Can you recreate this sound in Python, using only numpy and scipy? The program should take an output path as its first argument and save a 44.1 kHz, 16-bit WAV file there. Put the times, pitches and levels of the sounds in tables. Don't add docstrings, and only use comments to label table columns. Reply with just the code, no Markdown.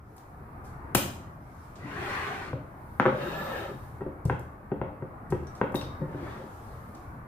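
import sys
import numpy as np
from scipy import signal
from scipy.fft import irfft
from scipy.io import wavfile
from scipy.ndimage import uniform_filter1d

SR = 44100
rng = np.random.default_rng(int(sys.argv[2]) if len(sys.argv) > 2 else 0)


def dump(signal):
    limited = np.clip(np.atleast_2d(signal).T, -1, 1)
    pcm = np.round(limited * 32767).astype(np.int16)
    wavfile.write(sys.argv[1], SR, pcm)


N = 320607

# hz, relative level_db, t60_s
WORKTOP_MODES = [(81, -2, .3), (125, 3.5, 0.16), (146, -1.5, 0.13), (187.3, -3.5, 0.096), (212, -7, 0.099),
                 (248.4, -3, 0.11), (290.7, -0.5, .13), (354.6, 4, 0.079), (407.4, -1, 0.052),
                 (528.6, 3, 0.069), (612.5, -11, 0.23), (734, -33, .06), (867, -10, 0.053), (886, -7, 0.15),
                 (989, -21, .05), (1121, -2, 0.029), (1328, 0, 0.026), (1523, 6, 0.021), (1880, -3, 0.036)]
# hz, struck_db, rubbed_db, t60_s
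GLASS_MODES = [(2710, -3, -40, .05), (3715, -2, 1, .2), (3763, -1, 1, .4), (5750, 0, -30, .14),
               (6250, -14, -14, .15), (8120, -3, -16, .08), (8460, -6, -20, .12), (9180, -20, -13, .2),
               (10000, -8, -22, .1), (12400, -6, -30, .07), (13480, -20, -5, .1), (13980, -20, -3, .12),
               (15200, 0, -30, .07)]


def gain_of(db):
    return 10 ** (np.asarray(db) / 20)


def evened(x):
    return x / np.sqrt(np.mean(x ** 2) + 1e-20)


def read(points, hz):
    point_hz, value = np.transpose(points)
    return np.interp(np.log(hz + 1), np.log(point_hz + 1), value)


def add(mix, start_s, sound, pan_db=0):
    part = mix[:, round(start_s * SR):][:, :sound.shape[-1]]
    sides = gain_of([[pan_db / 2], [-pan_db / 2]])
    part += (sound * sides)[:, :part.shape[1]]


def noise(length, shape, size=512, likeness=None):
    # hz, correlation
    diffuse_likeness = [(60, 0.94), (130, 0.99), (290, 0.92), (640, 0.47), (1410, -0.25), (3100, 0.24),
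                        (6820, -0.21), (15000, -0.03)]
    hop = size // 4
    frames, hz = length // hop + 5, np.fft.rfftfreq(size, 1 / SR)
    a, b, c, d = rng.standard_normal((frames, len(hz), 4)).T
    same = read(diffuse_likeness, hz)
    if likeness is not None:
        same = np.maximum(likeness, same)
    same = np.clip(same, -1, 1)[:, None]
    left, other = a + 1j * b, c + 1j * d
    right = same * left + np.sqrt(1 - same ** 2) * other
    cells = np.array([left, right]) * shape(hz[:, None], np.arange(frames) * hop / SR)
    return signal.istft(cells, nperseg=size, noverlap=size - hop)[1][:, :length]


def peaks(table, hz):
    return np.sqrt(sum(gain_of(db) ** 2 / (1 + (2 * (hz - f) / width) ** 2) for f, width, db in table))


def patches(hz, s, db, tall=6, wide=12):
    field = rng.standard_normal((len(s), len(hz))).T
    field = uniform_filter1d(field, int(tall), 0)
    field = uniform_filter1d(field, int(wide), 1)
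    return gain_of(db * evened(field))


def knock(tap_db, hz, ring_db, weight_db, thud_db, front):
    # delay_s, level_db
    rebound = (0.001687, -7)
    rebound_s, rebound_db = rebound
    t = np.arange(SR // 2) / SR
    crisp_db = tap_db - 18 + 7 * np.log2(hz / 1e3)
    tap = pulse(t, tap_db, hz, 0.18) + pulse(t, crisp_db, 2540, 0.47)
    if front:
        tap = tap - gain_of(rebound_db) * np.roll(tap, round(rebound_s * SR))
    return tap + thump(1.38 * hz, ring_db, weight_db, thud_db, 0.0011)


def pulse(t, db, hz, cycles):
    u = t * hz / cycles
    envelope = (u / 3) ** 3 * np.exp(3 - u)
    return gain_of(db) * envelope * np.sin(2 * np.pi * hz * t)


def thump(top_hz, ring_db, weight_db, thud_db, rise_s):
    t = np.arange(SR // 2) / SR
    f, mode_db, t60 = np.transpose(WORKTOP_MODES)[:, :, None]
    spot_db = 3 * rng.standard_normal(f.shape)
    phase = 2 * np.pi * rng.random(f.shape)
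    blow_db = np.select([f < 100, f < 180], [thud_db, weight_db], ring_db)
    blow_db = blow_db - 10 * np.log10(1 + (f / top_hz) ** 4)
    decay = gain_of(mode_db + spot_db + blow_db - 60 * t / t60)
    modes = decay * np.sin(2 * np.pi * f * t + phase)
    return modes.sum(0) * (1 - np.exp(-t / rise_s)) ** 2


def click(db, hz, rattle_s, ring_db):
    t = np.arange(SR // 2) / SR
    bins = np.fft.rfftfreq(len(t), 1 / SR)
    width_hz = 1300 + 0.53 * hz
    chance = rng.exponential(1, 2000)
    delay_s = .0005 + rattle_s * np.interp(bins * 2 * rattle_s, np.arange(2000), chance)
    phase = -2 * np.pi * np.cumsum(delay_s) * bins[1]
    burst = irfft(np.exp(1j * phase) / (1 + ((bins - hz) / width_hz) ** 4), len(t))
    burst[SR // 4:] = 0
    burst *= .5 * np.sqrt(rattle_s * SR / 2) / np.linalg.norm(burst)
    f, struck_db, _, t60 = np.transpose(GLASS_MODES)[:, :, None]
    near_db = -30 * abs(np.log2(f / hz))
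    ring = gain_of(struck_db + near_db + ring_db - 60 * t / t60) * np.sin(2 * np.pi * f * t)
    return gain_of(db) * burst, gain_of(db) * ring.sum(0)


def slide(rise_s, glide_s, fall_s, left, scrape_db, grit_db, rumble_db, rubbed_db, body):
    # hz, level_db per Hz
    grit_spectrum = [(880, -31), (1500, -1), (2150, -10), (2420, -9), (4230, -24.5), (5560, -32),
                     (11100, -51), (15500, -58)]
    t = np.arange(0, rise_s + glide_s + fall_s, 1 / SR)
    speed = np.interp(t, np.cumsum([0, rise_s, glide_s, fall_s]), [0, 1, left, 0])
    scrape_gain = gain_of(scrape_db) * speed ** 1.15
    grit_gain = gain_of(grit_db) * speed ** 1.94
    rumble_gain = gain_of(rumble_db) * speed ** 0.42
    top = [(f, 1.26 / t60, db) for f, db, t60 in WORKTOP_MODES if f < 500]
    glass = [(f, f / 70, db) for f, _, db, _ in GLASS_MODES]

    def scrape_shape(hz, s):
        return peaks(body, hz) * patches(hz, s, 3.2, 4.1, 11)

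    def grit_shape(hz, s):
        return gain_of(read(grit_spectrum, hz)) * (hz > 2500) * patches(hz, s, 4.0)

    def rumble_shape(hz, s):
        return peaks(top, hz) * patches(hz, s, 6.1, 2.8, 4.1)

    def glass_shape(hz, s):
        return peaks(glass, hz) ** 2 * patches(hz, s, 3.5, 30, 4.6)

    scrape = scrape_gain * evened(noise(len(t), scrape_shape, 1024, 0.35))
    grit = grit_gain * evened(noise(len(t), grit_shape, 256, 0.14))
    rumble = rumble_gain * evened(noise(len(t), rumble_shape, 2048))
    rubbed = grit_gain * gain_of(rubbed_db) * evened(noise(len(t), glass_shape, 2048, 0.95))
    return scrape + grit + rumble + rubbed


def room(x):
    # hz, t60_s
    decay_time = [(60, 0.94), (125, 0.8), (300, .43), (700, 0.57), (1500, 0.47), (3000, 0.48), (6000, 0.5),
                  (11000, 0.37)]
    # hz, level_db
    tail_colour = [(60, -7.5), (250, 1.5), (1000, 0), (3000, 5), (8000, 4), (14000, 4.5)]
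    # delay_s, level_db
    echoes = [(.0034, -14), (.0052, -13), (.0075, -13), (.012, -15), (.019, -16), (.027, -17)]

    def tail_shape(hz, s):
        return gain_of(read(tail_colour, hz) - 60 * s / read(decay_time, hz))

    out = np.zeros((2, N))
    turn = np.arange(N) / SR * 9 % 3
    for k in range(3):
        tail = noise(SR, tail_shape, 256)
        tail *= 1 - np.exp(-np.arange(SR) / SR / .009)
        tail *= gain_of(-0.5) / np.linalg.norm(tail[0])
        for delay_s, db in echoes:
            spots = round(delay_s * SR) + rng.integers(-5, 6, 2)
            tail[[0, 1], spots] += gain_of(db) * rng.choice([-1, 1])
        distance = abs((turn - k + 1.5) % 3 - 1.5)
        share = np.cos(np.pi / 2 * np.clip(distance, 0, 1))
        out += signal.fftconvolve((x * share)[None], tail, axes=1)[:, :N]
    return out


def background():
    # time_s, hum_db, hiss_db
    drift = [(0, -52, -87), (.15, -49, -71), (.9, -41, -70.5), (1.42, -47, -72), (1.8, -45, -78),
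             (2.7, -45, -70.5), (2.95, -44.5, -65.5), (3.85, -44, -63.5), (4.05, -45, -71.5),
             (4.6, -46, -73.5), (5.25, -44, -72.5), (6.0, -40.5, -68), (6.45, -44, -71.5),
             (6.9, -43.5, -65.5), (7.27, -43.5, -71)]
    # middle_s, half_length_s, level_db
    swells = [(.1, .2, -75.5), (1.66, 0.23, -66.5), (3.834, 0.18, -70), (4.5, 0.094, -82),
              (5.506, 0.17, -71), (6.606, 0.25, -63.5), (7.053, .12, -75)]
    # hz, level_db per Hz
    hum_spectrum = [(12, -53.5), (20, -14), (51, -4), (97, 0.5), (168, -8), (196, -8), (229, -8.5),
                    (334, -12.5), (569, -16.5), (621, -15), (679, -14), (1180, -13.5), (2250, -30.5),
                    (4000, -65.5), (5200, -64), (8800, -120)]
    hiss_spectrum = [(2500, -6.5), (4000, -2), (6500, -6.5), (10000, 0), (14000, 1.5), (15700, -2)]
    swell_spectrum = [(2000, -6.5), (3500, -5.5), (6000, -6), (10000, -7), (13000, -7), (15600, -13)]
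    t = np.arange(N) / SR
    time_s, hum_db, hiss_db = np.transpose(drift)
    hum_gain = gain_of(np.interp(t, time_s, hum_db))
    hiss_gain = gain_of(np.interp(t, time_s, hiss_db))
    swell_gain = sum(gain_of(db) * np.exp(-((t - middle) / half) ** 2) for middle, half, db in swells)

    def hum_shape(hz, s):
        return gain_of(read(hum_spectrum, hz)) * patches(hz, s, 1.95, 5, 11)

    def hiss_shape(hz, s):
        return gain_of(read(hiss_spectrum, hz)) * (hz > 2000) * patches(hz, s, 0.88, 8.7, 34)

    def swell_shape(hz, s):
        return gain_of(read(swell_spectrum, hz)) * (hz > 2000) * patches(hz, s, 2.0, 12, 22)

    hum = hum_gain * evened(noise(N, hum_shape, 2048))
    hiss = hiss_gain * evened(noise(N, hiss_shape))
    treble_swells = swell_gain * evened(noise(N, swell_shape))
    return hum + hiss + treble_swells


def scene():
    # start_s, tap_db, pitch_hz, worktop ring_db,
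    # weight_db (100-180 Hz), thud_db (under 100 Hz)
    base_taps = [(0.9499, -10.5, 805, -25, -44, -52), (2.531, -25, 840, -37.5, -34, -41),
                 (2.9987, -3, 1082, -27, -30.5, -51), (3.055, -10, 960, -23.5, -35, -54),
                 (3.0613, -7.5, 1120, -27.5, -33, -50), (3.0819, -14.5, 994, -28.5, -48, -51),
                 (4.008, -38, 890, -38, -40, -54), (4.019, -28, 590, -39.5, -43, -44),
                 (4.063, -38.5, 450, -34, -34.5, -35.5), (4.254, -27, 410, -34.5, -22.5, -27),
                 (4.298, -11.5, 950, -27.5, -30, -27.5), (4.717, -22.5, 600, -30, -35, -54),
                 (4.815, -18.5, 850, -31, -29, -54), (5.022, -37, 700, -38, -36, -52),
                 (5.323, -18.5, 802, -29, -26, -33), (5.614, -10.5, 944, -25.5, -35, -50),
                 (5.743, -18, 790, -28, -31.5, -32.5), (5.826, -31, 796, -47, -37.5, -38),
                 (6.145, -38, 453, -36, -44, -48)]
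    # start_s, top_hz of the ring, ring_db, weight_db, thud_db, rise_s
    pushes = [(0.951, 260, -22.5, -22.5, -28, 0.0017), (1.845, 300, -33.5, -42, -57, .006),
              (2.272, 400, -39, -37, -50, 0.0043), (3.115, 400, -26, -30, -48, 0.007),
              (3.738, 350, -37, -39, -48.5, 0.0043), (5.303, 400, -42, -30, -47, 0.0027),
              (6.003, 425, -30, -25, -48, 0.011), (6.014, 910, -28, -28, -52, .005)]
    # start_s, level_db, loudest band_hz, rattle_s, glass ring_db
    # relative to the click, left-right pan_db
    clasp_clicks = [(.164, -47.5, 11800, 0.0046, -26, -1), (.18, -50, 5500, .0021, -26, 14),
                    (.640, -55.5, 7840, .029, -29, 9), (0.9479, -9.5, 12100, .0036, -61, 7),
                    (0.948, -8, 1500, 0.0023, -63.5, 1), (0.9477, -19, 4570, 0.0041, -60, -0.5),
                    (1.754, -52, 4900, .012, -16, -14), (3.000, -38.5, 4100, 0.0021, -25, 11),
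                    (3.055, -43, 3700, .004, -10, 0), (4.252, -39.5, 8150, .0029, -11, 8.5),
                    (4.393, -44, 10900, 0.0022, -28.5, 7.5), (5.302, -45, 8100, 0.0058, -12.5, 9.5),
                    (5.469, -50.5, 5720, .0022, -6.5, 14), (5.55, -47.5, 5750, 0.0062, -14, -3),
                    (5.720, -54, 9450, 0.0038, -23.5, 10), (5.745, -36.5, 12500, 0.0059, -9, 5),
                    (5.755, -31, 3380, 0.0018, -4, 10), (5.758, -38, 14400, 0.006, -7, 11),
                    (5.812, -28.5, 2820, 0.0017, -7, 3), (5.812, -45, 6260, 0.0031, -4, 3),
                    (6.948, -48, 5350, .0045, -30, 6)]
    # start_s, rise_s, glide_s, fall_s of speed, share of speed left after gliding, scrape_db,
    # grit_db (above 2.5 kHz), worktop rumble_db, rubbed_db of the glass against the grit
    slide_moves = [(1.76, 0.36, .36, 0.066, 0.41, -33.5, -48.5, -43, -40),
                   (3.06, 0.17, 0.37, .17, 1, -36, -52.5, -41.5, -3.5),
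                   (6.03, 0.27, .07, .14, 0.66, -41.5, -78, -45.5, 10)]
    # hz, width_hz, level_db
    full_body = [(776, 200, -0.5), (1110, 180, 1.5), (1516, 160, 3), (1910, 160, 0), (2420, 260, -7.5),
                 (4300, 230, -19)]
    empty_body = [(564, 48, 9.5), (830, 170, 1.5), (1270, 150, 2), (1710, 260, -1), (2240, 170, -28)]
    front_from_s = 3.9
    back_pan_db, front_pan_db = 1.5, 1.4

    hits, rings, slides = np.zeros((3, 2, N))
    for start_s, *blow in base_taps:
        front = start_s > front_from_s
        add(hits, start_s, knock(*blow, front), front_pan_db if front else back_pan_db)
    for start_s, *push in pushes:
        add(hits, start_s, thump(*push), front_pan_db if start_s > front_from_s else back_pan_db)
    for start_s, *strike, pan_db in clasp_clicks:
        burst, ring = click(*strike)
        add(hits, start_s, burst, pan_db)
        add(rings, start_s, ring, pan_db)
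    for (start_s, *motion), body in zip(slide_moves, [full_body, empty_body, empty_body]):
        add(slides, start_s, slide(*motion, body), 1.0)
    direct = hits + rings + slides
    direct[1] = np.roll(direct[1], 4)
    sent = hits + gain_of(-9) * rings + gain_of(-3.5) * slides
    return direct + room(sent.mean(0)) + background()


def record(dry):
    pair = dry * gain_of([[.5], [-.51]])
    low_pass = signal.firwin(511, 15550, window=("kaiser", 9), fs=SR)
    return signal.oaconvolve(pair, low_pass[None], "same")


dry = scene()
out = record(dry)
dump(out)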